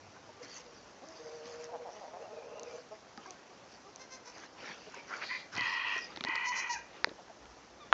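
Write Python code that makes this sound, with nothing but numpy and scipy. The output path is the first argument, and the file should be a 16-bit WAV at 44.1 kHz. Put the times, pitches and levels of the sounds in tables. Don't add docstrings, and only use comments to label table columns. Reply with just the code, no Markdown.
import sys
import numpy as np
from scipy import signal
from scipy.fft import rfft, irfft, next_fast_len
from scipy.io import wavfile
from scipy.ndimage import uniform_filter1d, map_coordinates

SR = 44100
rng = np.random.default_rng(int(sys.argv[2]) if len(sys.argv) > 2 else 0)


def boost(x):
    u = np.asarray(x, float) / 20
    return 10 ** u


def dump_mix(stems):
    frames = np.atleast_2d(stems).T
    limited = np.clip(frames, -1, 1)
    pcm = np.round(limited * 32767).astype(np.int16)
    wavfile.write(sys.argv[1], SR, pcm)


N = 349698
T = np.arange(N) / SR


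def unit(x):
    return x / np.sqrt(np.mean(x ** 2) + 1e-20)


def along(points, hz):
    f, v = np.transpose(points)
    return np.interp(np.log(hz + 1), np.log(f + 1), v)


def wobble(rate, size=N):
    knots = rng.standard_normal(int(size * rate / SR) + 4)
    return map_coordinates(knots, [np.arange(size) * rate / SR])


def filtered(x, response):
    m = next_fast_len(len(x) + 8192)
    return irfft(rfft(x, m) * response(np.fft.rfftfreq(m, 1 / SR)), m)[:len(x)]


def ring(out_hz, t60, t):
    return np.sin(2 * np.pi * out_hz * t) * boost(-60 * t / t60)


def rush(spectrum, patchy_db, spiky_db):
    z = signal.stft(rng.standard_normal(N) * boost(spiky_db * wobble(400)), nperseg=512)[2]
    field = uniform_filter1d(uniform_filter1d(rng.standard_normal(z.shape), 6, 0), 8, 1)
    x = signal.istft(z * boost(patchy_db * unit(field)), nperseg=512)[1][:N]
    return unit(filtered(x, lambda hz: boost(along(spectrum, hz))))


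def swells(rows):
    return sum(boost(db) * np.exp(-((T - s) / half) ** 2) for s, half, db in rows)


def resonances(throat, f):
    total = 0
    for k, (centre, width, db) in enumerate(throat):
        damping = 1j * f * width
        total = total + (-1) ** k * boost(db / 2) * damping / (centre * centre - f * f + damping)
    return total ** 2


def voice(calls, throat, gain_db, rough, jitter, quaver_hz=15, quaver_db=0, beat_hz=300, beat=0.87,
          split=0, split_hz=78, top_hz=8000):
    out = np.zeros(N)
    third_db = -10
    for rows in calls:
        s, pitch, loud, *first = np.transpose(rows)
        a, b = int(s[0] * SR), int(s[-1] * SR)
        t, size = T[a:b], b - a
        share = np.clip(np.interp(t, *np.transpose(rough)) if np.ndim(rough) else rough, 0, 1)
        quaver = np.sin(2 * np.pi * quaver_hz * (t - s[0]) + .5 * wobble(13.0, size))

        unsteady = jitter * wobble(60, size) + .013 * share * wobble(beat_hz, size)
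        turn = 2 * np.pi * np.cumsum(np.interp(t, s, pitch) * (1 + unsteady)) / SR
        k = np.arange(1, int(top_hz / pitch.max()) + 1)[:, None]
        weight = boost((k == 1) * np.interp(t, s, first[0]) + (k == 3) * third_db) if first else 1
        pulses = unit(np.sum(weight * np.cos(k * turn), axis=0))
        pulses = pulses * (1 + beat * share * wobble(beat_hz, size))
        second = np.cos(2 * np.pi * np.cumsum(split_hz * (1 + .35 * wobble(40, size))) / SR)
        pulses = pulses * (1 + split * share * (2 * second - 1))

        breath = unit(rng.standard_normal(size) * (1 + np.cos(turn)))
        source = np.sqrt(1 - share ** 2) * pulses + share * breath
        sound = unit(filtered(source, lambda f: resonances(throat, f)))
        fade = np.clip(np.minimum(t - s[0], s[-1] - t) / 0.007, 0, 1)
        out[a:b] += sound * fade * boost(np.interp(t, s, loud) + gain_db + quaver_db * quaver)
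    return out


def shaped(calls, shape):
    attack, release, edge_db, sag_db, scoop = shape
    shapes = []
    for s, length, db, hz, glide in calls:
        end_hz, end_db = hz * (1 + glide), db - sag_db
        shapes.append([(s, hz * (1 - scoop), db - edge_db),
                       (s + attack, hz, db),
                       (s + max(length - release, attack * 1.4), end_hz, end_db),
                       (s + length, end_hz, end_db - edge_db)])
    return shapes


# pitch_hz, density_db
AIR_SPECTRUM = [(15, -53.5), (25, -14), (254, 0.5), (765, 0.5), (3710, -14.5), (5840, -11.5), (6910, -17),
                (7600, -18.5), (9200, -20.5), (16700, -120)]


def air():
    return boost(-56.5) * rush(AIR_SPECTRUM, patchy_db=1.2, spiky_db=1.0)


# middle_s, half_length_s, level_db
WIND_GUSTS = [
    (.95, .3, -80),
    (6.0, 0.42, -75.5),
    (7.0, 0.29, -71.5),
    (7.48, 0.081, -64),
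    (7.8, 0.24, -74),
]
# middle_s, half_length_s, level_db
HUM_SURGES = [
    (0, 0.39, -66.5),
    (5.6, .06, -56.5),
    (6.3, .5, -88),
]


def wind():
    rumble = rush([(25, -40), (42, -3), (60, 0), (75, -20), (120, -70)], patchy_db=1, spiky_db=0)
    hum = rush([(60, -40), (95, -3), (120, 0), (160, -20), (300, -70)], patchy_db=1, spiky_db=0)
    return (boost(-83) + swells(WIND_GUSTS)) * rumble + (boost(-81) + swells(HUM_SURGES)) * hum


# middle_s, half_length_s, crackle_db, shuffle_db
STRAW_STIRS = [(0.443, 0.024, -56, -58), (0.549, 0.072, -53.5, -55.5), (0.772, 0.22, -67.5, -76),
               (1.242, 0.18, -60, -62.5), (1.51, 0.075, -57.5, -58), (1.631, 0.037, -55.5, -58.5),
               (1.968, 0.096, -65, -62), (2.741, 0.078, -62, -60.5), (3.284, 0.12, -68, -63.5),
               (3.732, 0.051, -61.5, -69), (4.402, 0.072, -60, -57.5), (4.654, 0.078, -65.5, -51.5),
               (4.83, 0.21, -63.5, -57.5), (4.964, 0.019, -67, -55.5), (5.174, 0.098, -57, -54),
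               (5.359, 0.078, -64, -58), (5.559, 0.037, -54.5, -49), (5.7, 0.085, -54, -62),
               (5.975, 0.097, -55, -68), (6.126, 0.13, -78, -57), (6.96, 0.078, -88, -59)]
# pitch_hz, density_db
CRACKLE_SPECTRUM = [(1760, -48.5), (3000, -16.5), (3970, -22), (4500, -2), (5770, -1), (6790, -8.5),
                    (7600, -18), (9200, -23.5), (16700, -120)]
# pitch_hz, density_db
SHUFFLE_SPECTRUM = [(88, -51), (150, -13), (532, -3), (640, -9.5), (804, -6), (2510, -8.5), (3290, -14),
                    (4500, -15.5), (5850, -28), (9900, -120)]


def straw():
    s, half, crackle_db, shuffle_db = np.transpose(STRAW_STIRS)[..., None]
    coarse = T[::64]
    swell = np.exp(-np.abs((coarse - s) / half) ** 4)
    crackle = np.interp(T, coarse, np.sum(boost(crackle_db) * swell, axis=0))
    shuffle = np.interp(T, coarse, np.sum(boost(shuffle_db) * swell, axis=0))
    bright = crackle * rush(CRACKLE_SPECTRUM, patchy_db=4.5, spiky_db=3.5)
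    return bright + boost(1.5) * shuffle * rush(SHUFFLE_SPECTRUM, patchy_db=4.0, spiky_db=1.5)


# middle_s, half_length_s, level_db
GRIP_SHIFTS = [
    (4.65, 0.063, -78),
    (5.7, 0.98, -69),
    (6.27, 0.085, -59),
    (7.03, 0.11, -58),
]


def grip():
    spectrum = [(90, -39), (180, -11.5), (290, 1.0), (420, 3.0), (900, -60.0)]
    return swells(GRIP_SHIFTS) * rush(spectrum, patchy_db=4.0, spiky_db=1.5)


def struck(blows):
    out = np.zeros(N + SR)
    for s, sound in blows:
        out[round(s * SR):][:len(sound)] += sound
    return out[:N]


# start_s, peak_db, pitch_hz, t60_s
DULL_TAPS = [(0.164, -53.5, 1020, 0.034), (0.29, -49.5, 616, 0.066), (1.69, -49.5, 668, 0.098),
             (2.078, -46, 614, 0.067), (2.583, -46, 660, .04), (3.177, -49, 807, 0.075),
             (3.18, -51, 226, 0.084), (3.258, -43.5, 1005, 0.027), (4.87, -48, 420, 0.083),
             (5.114, -47, 1400, 0.025), (5.126, -37, 1342, .03), (5.136, -37, 1500, .03),
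             (4.436, -40.5, 1020, 0.014), (4.941, -40.5, 994, 0.02), (5.571, -37, 1020, 0.019),
             (5.962, -39, 427, 0.02), (7.072, -31.5, 422, 0.014), (7.082, -40.5, 297, 0.028),
             (7.115, -37.5, 343, 0.016)]


def taps():
    t, blows = np.arange(SR // 8) / SR, []
    for s, db, hz, t60 in DULL_TAPS:
        body = ring(hz, t60, t) + .5 * ring(hz * rng.uniform(1.4, 1.6), t60 * 1.7, t)
        blows.append((s, boost(db + 6) * body * (1 - np.exp(-t / 0.0012))))
    return struck(blows)


# start_s, peak_db, pitch_hz, thump_db
FINGER_TICKS = [(1.087, -39, 6040, -14), (1.4568, -41, 4620, 2), (1.6428, -36, 6300, -23),
                (2.596, -34.5, 5880, -25), (2.6327, -34, 6100, -4.5), (3.176, -38, 4830, -3),
                (3.2633, -43, 5850, 1), (3.3072, -32, 6100, -27), (3.96, -33.5, 6040, -19),
                (4.3817, -40.5, 5700, -28), (4.945, -38.5, 6320, -16), (5.532, -40.5, 5000, -17),
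                (5.5527, -32.5, 5460, -8), (5.5649, -30.5, 4440, -21), (5.5776, -30.5, 5650, 0),
                (5.6093, -26.5, 4300, -5), (6.1616, -32, 4100, -12.5), (6.173, -31, 3600, -2.5),
                (6.2084, -26, 3550, -5), (6.2387, -23.5, 3820, -44), (6.2488, -23.5, 4070, -4.5),
                (6.2856, -32, 4500, 4.5), (6.356, -25.5, 4500, -22), (7.0925, -37.5, 3830, -17),
                (7.456, -46, 2900, -29)]


def ticks():
    t, blows = np.arange(SR // 8) / SR, []
    for s, db, hz, thump_db in FINGER_TICKS:
        blow = t / 0.00021 * np.exp(1 - t / 0.00025)
        tones = np.sin(2 * np.pi * hz * t) + 0.38 * np.sin(2 * np.pi * .78 * hz * t)
        crack = blow * (tones + 0.1 * rng.standard_normal(len(t)))
        dullness = (6300 - hz) / 1500
        body = 0.73 * ring(rng.uniform(1700, 2600), 0.014, t)
        body += 0.91 * ring(rng.uniform(840, 1600), 0.011, t)
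        body += 0.48 * ring(rng.uniform(600, 900), 0.011, t)
        crack += body * (1 - np.exp(-t / 0.0005)) * np.clip(dullness, 0.12, 1)
        scatter = boost(-60 * t / 0.033) * rng.standard_normal(len(t))
        crack += 0.12 * np.clip(dullness, 0.2, 1) * scatter
        thump = ring(rng.uniform(240, 340), .028, t) * (1 - np.exp(-t / .002))
        blows.append((s, boost(db - 2) * (crack + boost(thump_db) * thump)))
    return struck(blows)


# start_s, peak_db, panel_hz, edge_hz, edge_db
BODY_KNOCKS = [
    (7.04432, -12, 1850, 4600, -3),
    (7.92678, -3.5, 1350, 3400, -13),
]
# pitch_hz, level_db, t60_s
SHELL_MODES = [
    [(500, -16, .019), (896, -9, .011), (2300, -12, .006), (5600, -6, .0025), (3500, -9, .003),
     (7200, -22, .003)],
    [(2350, -24, .008), (680, -9, .007), (6500, -22, .004), (4800, -24, .005)],
]


def knocks():
    contact_s = .00035
    t, blows = np.arange(SR // 8) / SR, []
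    u = t / contact_s
    pulse = u * np.exp(1 - u)
    for (s, db, panel_hz, edge_hz, edge_db), modes in zip(BODY_KNOCKS, SHELL_MODES):
        panel = pulse * np.sin(2 * np.pi * panel_hz * t)
        edge = boost(edge_db) * pulse ** 3 * np.sin(2 * np.pi * edge_hz * t)
        after = sum((-1) ** k * boost(level) * ring(hz, t60, t) for k, (hz, level, t60) in enumerate(modes))
        after = after * (1 - np.exp(-u))
        blows.append((s, -boost(db) * (panel - edge + after)))
    return struck(blows)


# pitch_hz, t60_s
HUTCH_DECAY = [(1100, .26), (2200, .44), (4000, .32), (7000, .2)]


def hutches(x):
    hz, t, z = signal.stft(rng.standard_normal(SR // 2), SR, nperseg=256)
    decay = boost(-60 * t / along(HUTCH_DECAY, hz)[:, None])
    tail = signal.istft(z * decay, SR, nperseg=256)[1]
    return signal.fftconvolve(np.pad(x, (500, 0)), tail / np.linalg.norm(tail))[:N]


# start_s, length_s, level_db, pitch_hz, glide_share
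CHICK_PEEP = [
    (7.797, .05, -55, 1225, -.07),
]
# attack_s, release_s, edge_drop_db, sag_db, scoop_share
PEEP_SHAPE = (.012, .01, 8, 0, 0)


def chick():
    throat = [(1200, 570, -2), (2400, 600, -9), (3600, 600, -8)]
    return voice(shaped(CHICK_PEEP, PEEP_SHAPE), throat, 0, rough=.05, jitter=.003)


# start_s, length_s, level_db, pitch_hz, glide_share
HEN_CLUCKS = [
    (.33, 0.1, -59, 401, -0.043),
    (.398, .065, -46.5, 500, -0.0014),
    (1.015, 0.051, -47.5, 252, 0.28),
    (1.06, 0.2, -53, 322.6, -0.005),
    (3.26, 0.081, -50, 386, -0.077),
    (3.48, 0.071, -55.5, 388, -0.12),
    (3.61, 0.069, -55, 284, 0.11),
    (3.83, 0.09, -53, 378, 0.13),
]
# pitch_hz, width_hz, level_db
HEN_FORMANTS = [(357, 730, 1), (734, 280, 11), (1162, 54, 5.5), (2030, 200, -26)]
# attack_s, release_s, edge_drop_db, sag_db, scoop_share
CLUCK_SHAPE = (.018, .018, 10, 4, .06)


def hens():
    return voice(shaped(HEN_CLUCKS, CLUCK_SHAPE), HEN_FORMANTS, -2.5, rough=0.39, jitter=0.006, beat_hz=78.4)


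# start_s, pitch_hz, level_db
NASAL_PATH = [(2.17, 2400, -59), (2.251, 2780, -59), (2.289, 2660, -75), (2.359, 2480, -58),
              (2.44, 2430, -55.5), (2.56, 2780, -56), (2.63, 2720, -57), (2.7, 2350, -54.5),
              (2.799, 2280, -69)]


def wheeze():
    s, hz, loud = np.transpose(NASAL_PATH)
    turn = 2 * np.pi * np.cumsum(np.interp(T, s, hz)) / SR
    band = np.cos(turn) * (0.43 + wobble(260))
    return band * boost(np.interp(T, s, loud, left=-120, right=-120) - 7.5)


# start_s, length_s, level_db, pitch_hz, glide_share
DOE_CALLS = [
    (.58, .42, -64.5, 165.5, -0.15),
    (1.18, .7, -51.5, 153.5, 0.053),
    (2.19, 0.086, -52.5, 156, -0.063),
    (2.31, 0.51, -51.5, 152.1, 0.012),
]
NANNY_CALLS = [
    (1.925, .085, -54, 213, 0),
    (2.1, .7, -60, 213, -.03),
    (2.905, .06, -51, 211, .01),
]
BUCK_GRUNTS = [
    (1.712, 0.07, -43.5, 182.2, -.14),
    (1.845, 0.069, -45, 198.6, -0.27),
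    (2.003, 0.07, -46, 202, -0.19),
    (2.13, 0.059, -46, 170, .1),
    (2.22, 0.087, -52, 203, -0.205),
    (7.176, 0.038, -48.5, 215.5, -0.14),
    (7.292, .033, -49.5, 223, -0.1),
]
# pitch_hz, width_hz, level_db
DOE_FORMANTS = [(500, 148, 15), (626, 480, 6.5), (1010, 670, -3.5), (1800, 490, -35)]
NANNY_FORMANTS = [(450, 500, -7.5), (649, 296, 5), (826, 207, -3.5), (1180, 220, -12.5), (2580, 520, -31)]
BUCK_FORMANTS = [(655, 366, 17), (1020, 1360, 6), (1320, 960, -10)]
# attack_s, release_s, edge_drop_db, sag_db, scoop_share
BLEAT_SHAPE = (.025, .035, 12, 1, 0)
GRUNT_SHAPE = (.012, .02, 9, 4, -.02)


def goats():
    doe = voice(shaped(DOE_CALLS, BLEAT_SHAPE), DOE_FORMANTS, 1.5, rough=[(1.6, .45), (2.2, .75)], jitter=.026,
                quaver_hz=14.5, quaver_db=2.2, beat_hz=60, beat=.55)
    nanny = voice(shaped(NANNY_CALLS, BLEAT_SHAPE), NANNY_FORMANTS, 5, rough=[(2.8, .5), (2.9, .15)], jitter=.015,
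                  quaver_hz=15.5, quaver_db=4, beat_hz=60)
    buck = voice(shaped(BUCK_GRUNTS, GRUNT_SHAPE), BUCK_FORMANTS, 1.5, rough=.45, jitter=.025, beat_hz=60)
    return doe + nanny + buck


# start_s, length_s, level_db, pitch_hz, glide_share
KID_FIRST = [
    (3.988, 0.071, -53, 520, 0.0145),
    (4.1, 0.081, -50.5, 520, -0.0038),
    (4.245, 0.078, -52, 487, 0.018),
]
# start_s, pitch_hz, level_db
KID_SECOND = [
    [(6.435, 566, -67), (6.46, 541, -48.5), (6.48, 533, -44.5), (6.494, 544, -40), (6.505, 543, -64)],
    [(6.545, 530, -58), (6.562, 515.5, -45), (6.6, 509, -41), (6.62, 507, -61)],
    [(6.688, 470, -54), (6.705, 476, -46), (6.718, 495, -41), (6.73, 510, -40.5), (6.748, 507, -45.5),
     (6.762, 513, -61)],
]
# start_s, length_s, level_db, pulse_hz, glide_share
KID_PANTS = [
    (6.49, 0.086, -57.5, 90, 0.0033),
    (6.595, .06, -55, 66.3, 0.0076),
    (6.665, .04, -57, 89.5, 0.0038),
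    (6.735, .07, -59, 89.4, 0),
]
# pitch_hz, width_hz, level_db
KID_FIRST_FORMANTS = [(520, 360, 3), (976, 260, 8.5), (1500, 380, 4), (2190, 890, 3), (4170, 640, 1),
                      (5360, 680, 5), (6150, 320, 10.5), (7230, 1000, -9)]
KID_SECOND_FORMANTS = [(2180, 470, -3), (4300, 560, 0.5), (5000, 790, 2.5), (6040, 1180, 4.5),
                       (7190, 1500, -8)]
PANT_FORMANTS = [(5870, 660, -3), (6580, 700, -4.5)]
# attack_s, release_s, edge_drop_db, sag_db, scoop_share
PANT_SHAPE = (.015, .02, 8, 2, 0)


def kid():
    first = voice(shaped(KID_FIRST, BLEAT_SHAPE), KID_FIRST_FORMANTS, 1.5, rough=[(4.2, .35), (4.24, .65)],
                  jitter=.003)
    second = voice(KID_SECOND, KID_SECOND_FORMANTS, 0, rough=0.17, jitter=0.0048)
    return first + second + voice(shaped(KID_PANTS, PANT_SHAPE), PANT_FORMANTS, 0, rough=0.95, jitter=0.1)


# start_s, end_s, roughness_left
CLEAR_SPELLS = [
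    (5.31, 5.326, .35),
    (5.35, 5.37, .6),
    (5.59, 5.62, .62),
    (6.29, 6.36, .6),
    (6.468, 6.518, .04),
    (6.69, 6.9, .28),
]


def crow(call, throat, hoarse, split):
    break_s = .012
    pure_db, choke_db = -3.5, 33.5
    s, pitch, loud = np.transpose(call)
    t = np.arange(s[0], s[-1], break_s / 2)
    rough = hoarse
    for a, b, left in CLEAR_SPELLS:
        rough = rough + (left - hoarse) * np.clip(np.minimum(t - a, b - t) / break_s + .5, 0, 1)
    rows = np.transpose([t, np.interp(t, s, pitch), np.interp(t, s, loud), pure_db - choke_db * rough ** 3])
    return voice([rows], throat, 0, rough=np.transpose([t, rough]), jitter=.004, beat_hz=200, beat=.4,
                 split=split, top_hz=3400)


# start_s, length_s, level_db, pitch_hz, glide_share
RUN_UP_RASPS = [
    (4.95, 0.071, -49.5, 468, 0.0047),
    (5.075, 0.14, -43.5, 450, 0.0067),
    (5.19, 0.073, -39.5, 500, 0),
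]
# start_s, length_s, level_db, pitch_hz, glide_share
BEAK_BREATHS = [
    (5.825, .15, -41, 880, 0.016),
    (5.62, 0.18, -50.5, 860, 0),
    (5.2, 0.24, -49.5, 1600, 0.0012),
    (5.62, .38, -46.5, 950, 0.0017),
]
# pitch_hz, width_hz, level_db
RUN_UP_FORMANTS = [
    [(940, 140, -5), (2300, 510, -5)],
    [(500, 720, -4.5), (1400, 450, 7.5), (1676, 230, 11.5), (2400, 2400, -13)],
    [(600, 410, -11), (1340, 680, 1), (2520, 1130, -4)],
]
BEAK_FORMANTS = [
    [(2510, 230, -4.5), (2930, 400, -5.5)],
    [(4300, 1300, 0), (5230, 900, -7)],
    [(4300, 2100, 0), (5130, 780, -8)],
    [(898, 150, -2), (1097, 150, 0)],
]
# attack_s, release_s, edge_drop_db, sag_db, scoop_share
RASP_SHAPE = (.04, .03, 16, 4, 0)
# start_s, pitch_hz, level_db
CROW_NOTES = [
    [(5.28, 977, -55), (5.31, 1011, -37.5), (5.37, 1020, -42), (5.39, 1020, -62.5)],
    [(5.545, 964, -60), (5.575, 1015, -37), (5.64, 960, -35.5), (5.7, 952.7, -38), (5.985, 945, -37.5),
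     (6.01, 914, -63)],
    [(6.255, 960, -42), (6.28, 976, -34.5), (6.46, 978.3, -35), (6.485, 986, -43), (6.53, 985, -35),
     (6.725, 954.4, -39.5), (6.768, 780, -47), (6.785, 960, -49.5), (6.83, 930, -57)],
]
# pitch_hz, width_hz, level_db
CROW_FORMANTS = [
    [(1020, 330, -10), (1823, 250, 5.5), (2040, 280, 0), (2400, 260, 5.5), (3370, 300, -12),
     (4500, 1400, -17)],
    [(1046, 284, -3), (1496, 350, 5.5), (1794, 960, -0.5), (2307, 356, 6.5), (2532, 277, 4),
     (3214, 220, -1.5), (4070, 860, -17.5), (5920, 1900, -42.5)],
    [(960, 364, -3.5), (1605, 347, 5.5), (1823, 710, -1.5), (2456, 270, 5.5), (3130, 310, -11.5),
     (4300, 590, -16), (6200, 2200, -32.5)],
]
CROW_HOARSENESS = [
    (.76, .35),
    (.8, .4),
    (.7, .85),
]


def cockerel():
    out = np.zeros(N)
    breaths = shaped(RUN_UP_RASPS + BEAK_BREATHS, RASP_SHAPE)
    for breath, throat in zip(breaths, RUN_UP_FORMANTS + BEAK_FORMANTS):
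        out += voice([breath], throat, 0, rough=0.99, jitter=0.0339)
    for note, throat, (hoarse, split) in zip(CROW_NOTES, CROW_FORMANTS, CROW_HOARSENESS):
        out += crow(note, throat, hoarse, split)
    return out


def scene():
    yard = air() + wind() + straw() + grip()
    handling = taps() + ticks() + knocks()
    animals = chick() + hens() + wheeze() + goats() + kid() + cockerel()
    answer = hutches(boost(-10.0) * animals + boost(-30.0) * handling)
    return (yard + handling + animals + answer)[None]


# pitch_hz, gain_db
MIC_RESPONSE = [(20, -18.5), (60, -1), (6600, 1), (7400, -5), (7700, -11), (7850, -23), (8200, -30.5),
                (9150, -63)]
# pitch_hz, gain_db
MIRROR_RESPONSE = [(7700, -93.5), (7900, -25), (8300, -20), (8800, -27.5), (9150, -68)]


def microphone(x):
    mirrored = 2 * x * np.cos(2 * np.pi * 16000 * T)
    folded = filtered(mirrored, lambda hz: boost(along(MIRROR_RESPONSE, hz)))
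    return filtered(x, lambda hz: boost(along(MIC_RESPONSE, hz))) + folded


def top_cut(x):
    return signal.sosfilt(signal.butter(12, 8960, fs=SR, output="sos"), x)


def record(dry):
    track = microphone(dry[0])[None]
    return top_cut(track)


dry = scene()
out = record(dry)
dump_mix(out)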